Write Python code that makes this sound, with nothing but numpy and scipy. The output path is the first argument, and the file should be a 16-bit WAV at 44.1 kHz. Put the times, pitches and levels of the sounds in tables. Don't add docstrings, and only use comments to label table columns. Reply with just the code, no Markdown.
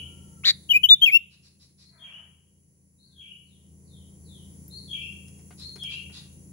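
import sys
import numpy as np
from scipy import signal
from scipy.fft import rfft, irfft, next_fast_len
from scipy.io import wavfile

SR = 44100
rng = np.random.default_rng(int(sys.argv[2]) if len(sys.argv) > 2 else 0)


def transcribe(u):
    v = np.clip(np.atleast_2d(u).T, -1, 1)
    q = np.round(v * 32767).astype(np.int16)
    wavfile.write(sys.argv[1], SR, q)


N = 287532
TIME = np.arange(N) / SR


def amp(db):
    return 10 ** (np.asarray(db) / 20)


def rms_one(x):
    return x / np.sqrt(np.mean(x ** 2) + 1e-20)


def at_hz(points, hz):
    table_hz, values = np.array(points).T
    return np.interp(np.log(hz), np.log(table_hz), values)


def sides(pan_db):
    return amp([[pan_db / 2], [-pan_db / 2]])


SMOOTH = signal.butter(4, .2)


def drift(rate_hz, size=N):
    step = SR / (10 * rate_hz)
    draws = rng.standard_normal(int(size / step) + 62)
    slow = signal.lfilter(*SMOOTH, draws)[60:]
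    return rms_one(np.interp(np.arange(size) / step, np.arange(len(slow)), slow))


def ring(x, hz, t60_s):
    radius, w = amp(-60 / (t60_s * SR)), 2 * np.pi * hz / SR
    return signal.lfilter([0, np.sin(w)], [1, -2 * radius * np.cos(w), radius ** 2], x + 1e-18)


def resonance(drive, hz, width_hz):
    band = signal.butter(2, [hz - width_hz / 2, hz + width_hz / 2], "band", fs=SR, output="sos")
    return rms_one(signal.sosfilt(band, drive))


# frequency in Hz, left-right correlation (-1 to 1).
CHANNEL_LIKENESS = [(60, 0.95), (180, 0.91), (550, 0.51), (1650, -0.62), (4970, -0.02), (15000, -0.26)]


def coloured_noise(spectrum):
    size = next_fast_len(N)
    hz = np.maximum(np.arange(size // 2 + 1) * SR / size, 1)
    points = [(10, -90)] + list(spectrum) + [(SR / 2, -90)]
    alike = np.clip(at_hz(CHANNEL_LIKENESS, hz), -1, 1)
    mid, side = rfft(rng.standard_normal((2, size))) * amp(at_hz(points, hz))
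    left_right = np.sqrt(1 + alike) * mid + np.sqrt(1 - alike) * side * [[1], [-1]]
    return rms_one(irfft(left_right, size)[:, :N])


def echoes(x, t60_s, rise_s, lumpy_db=0):
    t = np.arange(SR) / SR
    lumps = amp(lumpy_db * drift(40, size=SR))
    noise = rng.standard_normal((2, SR))
    dull = signal.sosfiltfilt(signal.butter(2, 3800, fs=SR, output="sos"), noise)
    tail = dull + (noise - dull) * amp(-30 * t / t60_s)
    tail = tail * lumps * amp(-60 * t / t60_s) * (1 - np.exp(-t / rise_s))
    tail /= np.sqrt(np.sum(tail ** 2, axis=1, keepdims=True))
    return signal.fftconvolve(np.atleast_2d(x), tail, axes=1)[:, :len(x)]


# frequency in Hz, gain in dB.
BEAK_MIC_COLOUR = [(1000, -10), (5000, -2), (7300, 2), (8400, -14), (9800, -12), (10800, -4), (12000, 8),
                   (15500, -3)]
MAIN_LINE_DB = -3


def voice(out_s, s, hz, level_db, overtones, rough, breath=0):
    turns = np.interp(out_s, s, np.cumsum(hz) / SR)
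    pitch_hz = np.interp(out_s, s, hz)
    edges = np.minimum(1, np.minimum(s - s[0], s[-1] - s) / .002)
    effort_db = level_db - np.max(level_db)
    lines = 0
    for multiple, db in overtones:
        colour_db = (at_hz(BEAK_MIC_COLOUR, multiple * pitch_hz) - .3 * effort_db) * (db < MAIN_LINE_DB)
        shake = 1 + rough * np.clip(-db / 2, 1, 20) * drift(410, size=len(s))
        audible = multiple * pitch_hz < .4 * SR
        lines = lines + audible * amp(db + colour_db) * shake * np.sin(2 * np.pi * multiple * turns)
    return np.sqrt(2) * amp(level_db) * edges * lines * (1 + breath * drift(3300, size=len(s)))


def unroll(rows, lead_s=0):
    s, *columns = np.transpose(rows)
    span = slice(round((s[0] + lead_s) * SR), round((s[-1] + lead_s) * SR))
    t = np.arange(span.start, span.stop) / SR - lead_s
    return span, t, [np.interp(t, s, column) for column in columns]


WARBLE_HZ = 189


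def warbled(t, hz, depth, level_db, swing_db, uneven):
    turn = 2 * np.pi * WARBLE_HZ * (t - t[0]) + 2.0 + uneven * drift(120, size=len(t))
    dip = np.sin(turn) ** 2 + .4 * np.sin(turn) + .2 * drift(300, size=len(t))
    swing = np.sin(turn) + .18 * drift(150, size=len(t))
    return hz * (1 + depth * swing), level_db - swing_db * dip


# frequency in Hz, relative density in dB per Hz.
HISS_SPECTRUM = [(1000, -24.5), (2000, -11.5), (3500, -23), (5000, -11.5), (8500, -22), (11500, -18),
                 (12500, -21), (14300, -24.5), (15000, -21), (16000, -26)]


def garden_hiss():
    return amp(-8.5) * coloured_noise(HISS_SPECTRUM)


# frequency in Hz, relative level in dB.
MOTOR_ORDERS = [(54, -16.5), (80.5, 0), (108, -13), (135, -2), (162, -2.5), (193, -1.5)]
# frequency in Hz, relative density in dB per Hz.
RUMBLE_SPECTRUM = [(25, -31), (50, -9.5), (100, -8), (200, -4), (300, -6), (480, -13), (700, -24.5),
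                   (1000, -26), (1500, -38)]


def motor():
    right_lead_s = [[0], [.0004]]
    turns_s = TIME + np.cumsum(.015 * drift(5.9)) / SR + right_lead_s
    lines = 0
    for hz, db in MOTOR_ORDERS:
        lines = lines + amp(db + 2.5 * drift(10)) * np.sin(2 * np.pi * (hz * turns_s + rng.random()))
    return sides(2) * rms_one(lines) + amp(-9) * sides(.83) * coloured_noise(RUMBLE_SPECTRUM)


TONE_HZ, TONE_DB, TONE_PAN_DB = 15626, -14, -8.5


def high_tone():
    fringe = resonance(rng.standard_normal((2, N)), TONE_HZ, width_hz=240)
    return amp(TONE_DB) * sides(TONE_PAN_DB) * (np.sin(2 * np.pi * TONE_HZ * TIME) + amp(-4) * fringe)


# start in seconds, end in seconds, pitch in Hz, relative mean level in dB.
THIN_TONES = [(0., .5, 6650, -15), (0., .45, 6800, -25), (1.2, 2.5, 6500, -25), (5.28, 6.52, 6810, -21),
              (5.28, 6.52, 6510, -20), (5.45, 6.52, 6215, -19), (5.6, 6.52, 6660, -24),
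              (6.05, 6.52, 6065, -21)]


def thin_tones():
    out = 0
    for start_s, end_s, hz, db in THIN_TONES:
        fade = np.clip(np.minimum(TIME - start_s, end_s - TIME) / .05 + .5, 0, 1)
        out = out + fade * amp(db + 5.0 * drift(12)) * np.sin(2 * np.pi * (hz * TIME + .2 * drift(5)))
    return out


# centre in Hz, width in Hz, relative level in dB, left minus right in dB.
CHORUSES = [(6058, 350, -9.5, 6.5), (7240, 730, -5, 0.5)]


def insect_choruses():
    out = 0
    for hz, width_hz, db, pan_db in CHORUSES:
        band = resonance(rng.standard_normal((2, N)), hz, width_hz)
        out = out + amp(db + .4 * drift(3)) * sides(pan_db) * band
    return out


CICADA_HZ, CICADA_WIDTH_HZ, CICADA_DB, CICADA_CLICKS_PER_S = 10266, 930, 2.5, 102.6


def cicada():
    clicks = np.diff(np.floor(CICADA_CLICKS_PER_S * TIME + .0071 * drift(20)), prepend=0)
    blurred = rms_one(echoes(clicks, t60_s=.06, rise_s=.001))
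    drive = 1.3 * rng.standard_normal((2, N)) + blurred
    return amp(CICADA_DB) * resonance(drive, CICADA_HZ, CICADA_WIDTH_HZ)


# time in seconds, motor gain in dB, gain of insects, tones and hiss in dB.
BACKGROUND_COURSE = [(0.0, -46, -61.5), (0.3, -48, -61.5), (0.8, -53, -63), (1.18, -61, -72),
                     (2.96, -62, -72.5), (3.47, -58.5, -70), (3.85, -51, -66.5), (4.57, -47, -60),
                     (5.66, -49, -60.5), (6.52, -48.5, -61.5)]


def background():
    s, motor_db, treble_db = np.transpose(BACKGROUND_COURSE)
    treble = insect_choruses() + thin_tones() + cicada() + high_tone() + garden_hiss()
    return amp(np.interp(TIME, s, motor_db)) * motor() + amp(np.interp(TIME, s, treble_db)) * treble


LEAD_S = .4
# time from note start in seconds, pitch in Hz, relative level in dB.
RISE_CURVE = [(0., 3750, -10), (.015, 4050, -2), (.04, 4250, 0), (.06, 4450, -5), (.078, 4500, -20)]
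# time from note start in seconds, usual pitch in Hz, relative level in dB.
DIP_CURVE = [(0., 3500, -17), (.02, 3300, -10), (.044, 3245, 0), (.052, 3150, -7), (.066, 2295, -13),
             (.1, 2420, -21), (.13, 2720, -11), (.165, 2880, -15), (.19, 2800, -38)]
# rising note start in seconds, its level in dB, dipping note start in
# seconds, its level in dB, last pitch as a multiple of the usual, boost of the last part in dB.
PHRASE_REPEATS = [(-.36, -45, -.18, -38, 1.07, 8), (1.82, -61, 1.982, -42, 1.06, 5),
                  (2.98, -62, 3.15, -44, 1.04, 6), (4.7, -44, 4.876, -31, .98, 2),
                  (5.595, -41, 5.782, -31, .99, 3)]
LAST_FROM_S = .1


def far_phrases():
    notes = []
    for rise_s, rise_db, dip_s, dip_db, last, last_db in PHRASE_REPEATS:
        notes.append([(rise_s + s, hz, rise_db + db) for s, hz, db in RISE_CURVE])
        dip = []
        for s, hz, db in DIP_CURVE:
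            if s > LAST_FROM_S:
                hz, db = hz * last, db + last_db
            dip.append((dip_s + s, hz, dip_db + db))
        notes.append(dip)
    return notes


# start in seconds, peak level in dB.
SLIDE_STARTS = [(3.04, -70), (3.435, -72), (3.845, -64), (4.23, -59)]
SLIDE_TOP_HZ, SLIDE_END_HZ, SLIDE_S, SLIDE_SETTLE_S, SLIDE_EDGE_DB = 4750, 2300, .17, .12, -14


def far_slides():
    s = np.linspace(0, SLIDE_S, num=12)
    hz = SLIDE_END_HZ + (SLIDE_TOP_HZ - SLIDE_END_HZ) * np.exp(-s / SLIDE_SETTLE_S)
    arch_db = SLIDE_EDGE_DB * (2 * s / SLIDE_S - 1) ** 2
    return [np.transpose([start_s + s, hz, db + arch_db]) for start_s, db in SLIDE_STARTS]


# multiple of the pitch, relative level in dB.
FAR_WHISTLE_OVERTONES = [(1.0, 3), (2.0, -30), (3.0, -44)]


def far_whistles():
    out = np.zeros(N + round(LEAD_S * SR))
    for rows in far_phrases() + far_slides():
        span, t, (hz, level_db) = unroll(rows, LEAD_S)
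        unsteady = 1 + .013 * (hz / 3300) ** 2 * drift(100, size=len(t))
        out[span] += voice(t, t, hz * unsteady, level_db, FAR_WHISTLE_OVERTONES, rough=.05)
    return out


# start in seconds, length in seconds, first pitch in Hz, last pitch in Hz,
# level in dB, hoarseness as share of pitch, tilt in dB per multiple above the third.
FOWL_CALLS = [(-.2, .6, 480, 445, -76, .016, -10), (1.9, .3, 330, 300, -71.5, .08, 0),
              (3.03, .27, 543, 505, -88, .02, -4)]
# multiple of the pitch, relative level in dB before the tilt.
FOWL_LINES = [(1.0, -16), (2.0, -3), (3.0, 0), (4.0, -2), (5.0, -1), (6.0, -1), (7.0, -2)]
FOWL_EDGE_S, FOWL_EDGE_DB = .04, -6


def far_fowl():
    out = np.zeros(N + round(LEAD_S * SR))
    for s, length_s, first_hz, last_hz, db, hoarse, tilt_db in FOWL_CALLS:
        overtones = [(k, k_db + tilt_db * max(k - 3, 0)) for k, k_db in FOWL_LINES]
        span, t, (hz,) = unroll([(s, first_hz), (s + length_s, last_hz)], LEAD_S)
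        from_edge_s = np.minimum(t - s, s + length_s - t)
        level_db = db + FOWL_EDGE_DB * np.clip(1 - from_edge_s / FOWL_EDGE_S, 0, 1)
        hz = hz * (1 + hoarse * drift(60, size=len(t)))
        out[span] += voice(t, t, hz, level_db, overtones, rough=.1)
    return out


# start in seconds, length in seconds, mean pitch in Hz, level in dB before the dips.
FAR_RASP_CALLS = [(1.293, 0.055, 2290, -73), (1.417, 0.056, 2476, -70), (1.585, 0.062, 2430, -69.5),
                  (1.767, 0.076, 2446, -69.5), (5.568, .07, 2272, -60), (5.883, 0.062, 2160, -57.5),
                  (6.114, 0.076, 2145, -57.5)]
# multiple of the pitch, relative level in dB.
FAR_RASP_LINES = [(1.0, -5), (2.0, 14), (3.0, 2), (4.0, -12), (5.0, -28)]


def far_rasps():
    out = np.zeros(N)
    for s, length_s, pitch_hz, db in FAR_RASP_CALLS:
        shape = [(s, .2), (s + .3 * length_s, 1), (s + .8 * length_s, 1), (s + length_s, .2)]
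        span, t, (swell,) = unroll(shape)
        hz, level_db = warbled(t, pitch_hz, .2, db, swing_db=6.0, uneven=.8)
        out[span] += swell * voice(t, t, hz, level_db, FAR_RASP_LINES, rough=.15, breath=.35)
    return out


def far_birds():
    calls = far_whistles() + far_fowl()
    short_tail = echoes(calls, t60_s=.55, rise_s=.015, lumpy_db=1.5)
    long_tail = amp(-14) * echoes(calls, t60_s=.95, rise_s=.05)
    calls_heard = sides(5) * (amp(-14) * calls + short_tail + long_tail)
    rasps_heard = sides(1.23) * echoes(far_rasps(), t60_s=.43, rise_s=.0033, lumpy_db=2.5)
    return calls_heard[:, -N:] + rasps_heard


# time in seconds, then relative drives in dB of dry crack, bars and perch.
CLAW_TOUCHES = [(3.919, -60, -82, -83), (4.681, -29, -60, -77), (5.13, -82, -55.5, -69),
                (5.283, -58, -47.5, -70), (5.39, -70, -60, -64.5), (5.507, -52, -61, -50.5),
                (5.599, -62, -49, -71), (5.759, -52, -48, -50), (5.835, -52, -44, -59),
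                (6.098, -70, -62, -57)]
# frequency in Hz, relative level in dB, decay t60 in seconds.
BAR_MODES = [(5300, -2, .018), (6480, -6, .008), (7200, -8, .008), (8790, 0, .022), (12500, -12, .012)]
# frequency in Hz, relative level in dB, decay t60 in seconds.
PERCH_MODES = [(415, 1.5, 0.051), (720, -2.5, 0.051), (880, -6, 0.02), (1465, -7.5, 0.064),
               (1924, -5.5, 0.013), (2436, -7, 0.013)]


def claws():
    s, crack_db, bars_db, perch_db = np.transpose(CLAW_TOUCHES)
    at, out = np.round(s * SR).astype(int), np.zeros(N)
    modes = BAR_MODES + PERCH_MODES
    luck_db = rng.normal(0, 2.5, (len(at), len(modes)))

    def clicks(db):
        train = np.zeros(N)
        train[at] = amp(db)
        return train

    for k, (hz, db, t60_s) in enumerate(modes):
        drive_db = bars_db if k < len(BAR_MODES) else perch_db
        out += ring(clicks(db + luck_db[:, k] + drive_db), hz, t60_s)
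    out += ring(ring(clicks(crack_db - 9), 11900, .002), 14000, .002)
    dying = signal.lfilter([1], [1, -amp(-60 / (.12 * SR))], clicks(perch_db + 6))
    thud_band = signal.butter(2, [300, 2600], "band", fs=SR, output="sos")
    out += signal.sosfilt(thud_band, dying * rng.standard_normal(N))
    return sides(5) * (out + amp(-4) * echoes(out, t60_s=.12, rise_s=.002))


# time in seconds, pitch in Hz, left level in dB.
SONG_NOTES = [
    [(.688, 2700, -47), (.697, 3200, -24), (.705, 3230, -16), (.709, 2950, -11), (.722, 2935, -9),
     (.731, 3000, -21)],
    [(.731, 2700, -21), (.736, 2440, -20), (.748, 2385, -14), (.757, 2420, -12), (.763, 2505, -9),
     (.775, 2515, -15), (.787, 2490, -41)],
    [(.83, 2620, -37), (.836, 3000, -13), (.84, 3200, -10), (.845, 3010, -8), (.858, 2950, -12),
     (.866, 2920, -27), (.874, 2900, -41)],
    [(.884, 2840, -36), (.891, 3400, -12), (.895, 3800, -13), (.9, 3780, -8), (.906, 3590, -7),
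     (.912, 3570, -4.5), (.937, 3565, -6), (.944, 3560, -13), (.951, 3560, -33)],
    [(1.012, 3000, -40), (1.022, 3140, -11), (1.034, 3220, -8), (1.044, 3200, -6), (1.055, 3250, -18),
     (1.059, 3120, -13)],
    [(1.059, 3000, -15), (1.063, 2690, -10), (1.072, 2590, -16), (1.084, 2460, -12), (1.092, 2320, -19),
     (1.099, 2180, -20), (1.11, 2330, -28)],
    [(1.11, 2340, -30), (1.127, 2600, -20), (1.138, 2650, -11), (1.158, 2755, -6), (1.174, 2750, -11),
     (1.182, 2710, -39)],
]
# multiple of the pitch, relative level in dB.
SONG_LINES = [(.5, -43), (1.0, 0), (1.5, -46), (2.0, -35), (2.5, -48), (3.0, -39), (3.5, -54), (4.0, -33),
              (4.5, -46), (5.0, -32), (6.0, -38)]
# time in seconds, pitch in Hz, left level in dB before the dips, warble depth as share of pitch.
RASP_CURVE = [(.435, 1050, -40, .02), (.447, 1550, -27, .05), (.454, 2020, -16, .13), (.48, 2130, -11, .13),
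              (.508, 2060, -12, .13), (.522, 2050, -42, .13)]
# multiple of the pitch, relative level in dB.
RASP_LINES = [(1.0, -11), (2.0, 0), (3.0, -26), (4.0, -30), (5.0, -37), (6.0, -54), (7.0, -39)]
# pitch in Hz, weaker than left by dB, later than left by microseconds.
RIGHT_PORT_HEARS = [(2200, 7, 90), (2400, 2.5, 138), (2500, 3, 122), (2600, 0, 185), (2670, 8, 230),
                    (2770, 9, 160), (2950, 9, 102), (3200, 9.5, 103), (3450, 4, 105), (3570, 2.5, 115),
                    (3800, 12, 150)]
# left minus right in dB, right lag in microseconds.
RASP_AT_RIGHT = (4, 100)


def caged_bird():
    out = np.zeros((2, N))
    port_hz, port_db, port_us = np.transpose(RIGHT_PORT_HEARS)
    for rows in SONG_NOTES + [RASP_CURVE]:
        span, t, (hz, level_db, *depth) = unroll(rows)
        if depth:
            hz, level_db = warbled(t, hz, depth[0], level_db, swing_db=5.0, uneven=.6)
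            overtones, rough, breath = RASP_LINES, .03, .12
            pan_db, lag_us = RASP_AT_RIGHT
        else:
            overtones, rough, breath = SONG_LINES, .025, .003
            pan_db, lag_us = np.interp(hz, port_hz, port_db), np.interp(hz, port_hz, port_us)
        out[0, span] += voice(t, t, hz, level_db, overtones, rough, breath)
        out[1, span] += voice(t - lag_us / 1e6, t, hz, level_db - pan_db, overtones, rough, breath)
    out = signal.sosfilt(signal.butter(4, 950, "high", fs=SR, output="sos"), out)
    short_tail = amp(-25) * echoes(out[0], t60_s=.19, rise_s=.01)
    moving_leaves = .6 + .8 * drift(200)
    long_tail = amp(-40) * echoes(out[0] * moving_leaves, t60_s=.7, rise_s=.03)
    return out + short_tail + long_tail


def scene():
    return background() + far_birds() + claws() + caged_bird()


CUTOFF_HZ = 15800


def record(dry):
    return signal.sosfilt(signal.ellip(12, .5, 75, CUTOFF_HZ, fs=SR, output="sos"), dry)


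dry = scene()
out = record(dry)
transcribe(out)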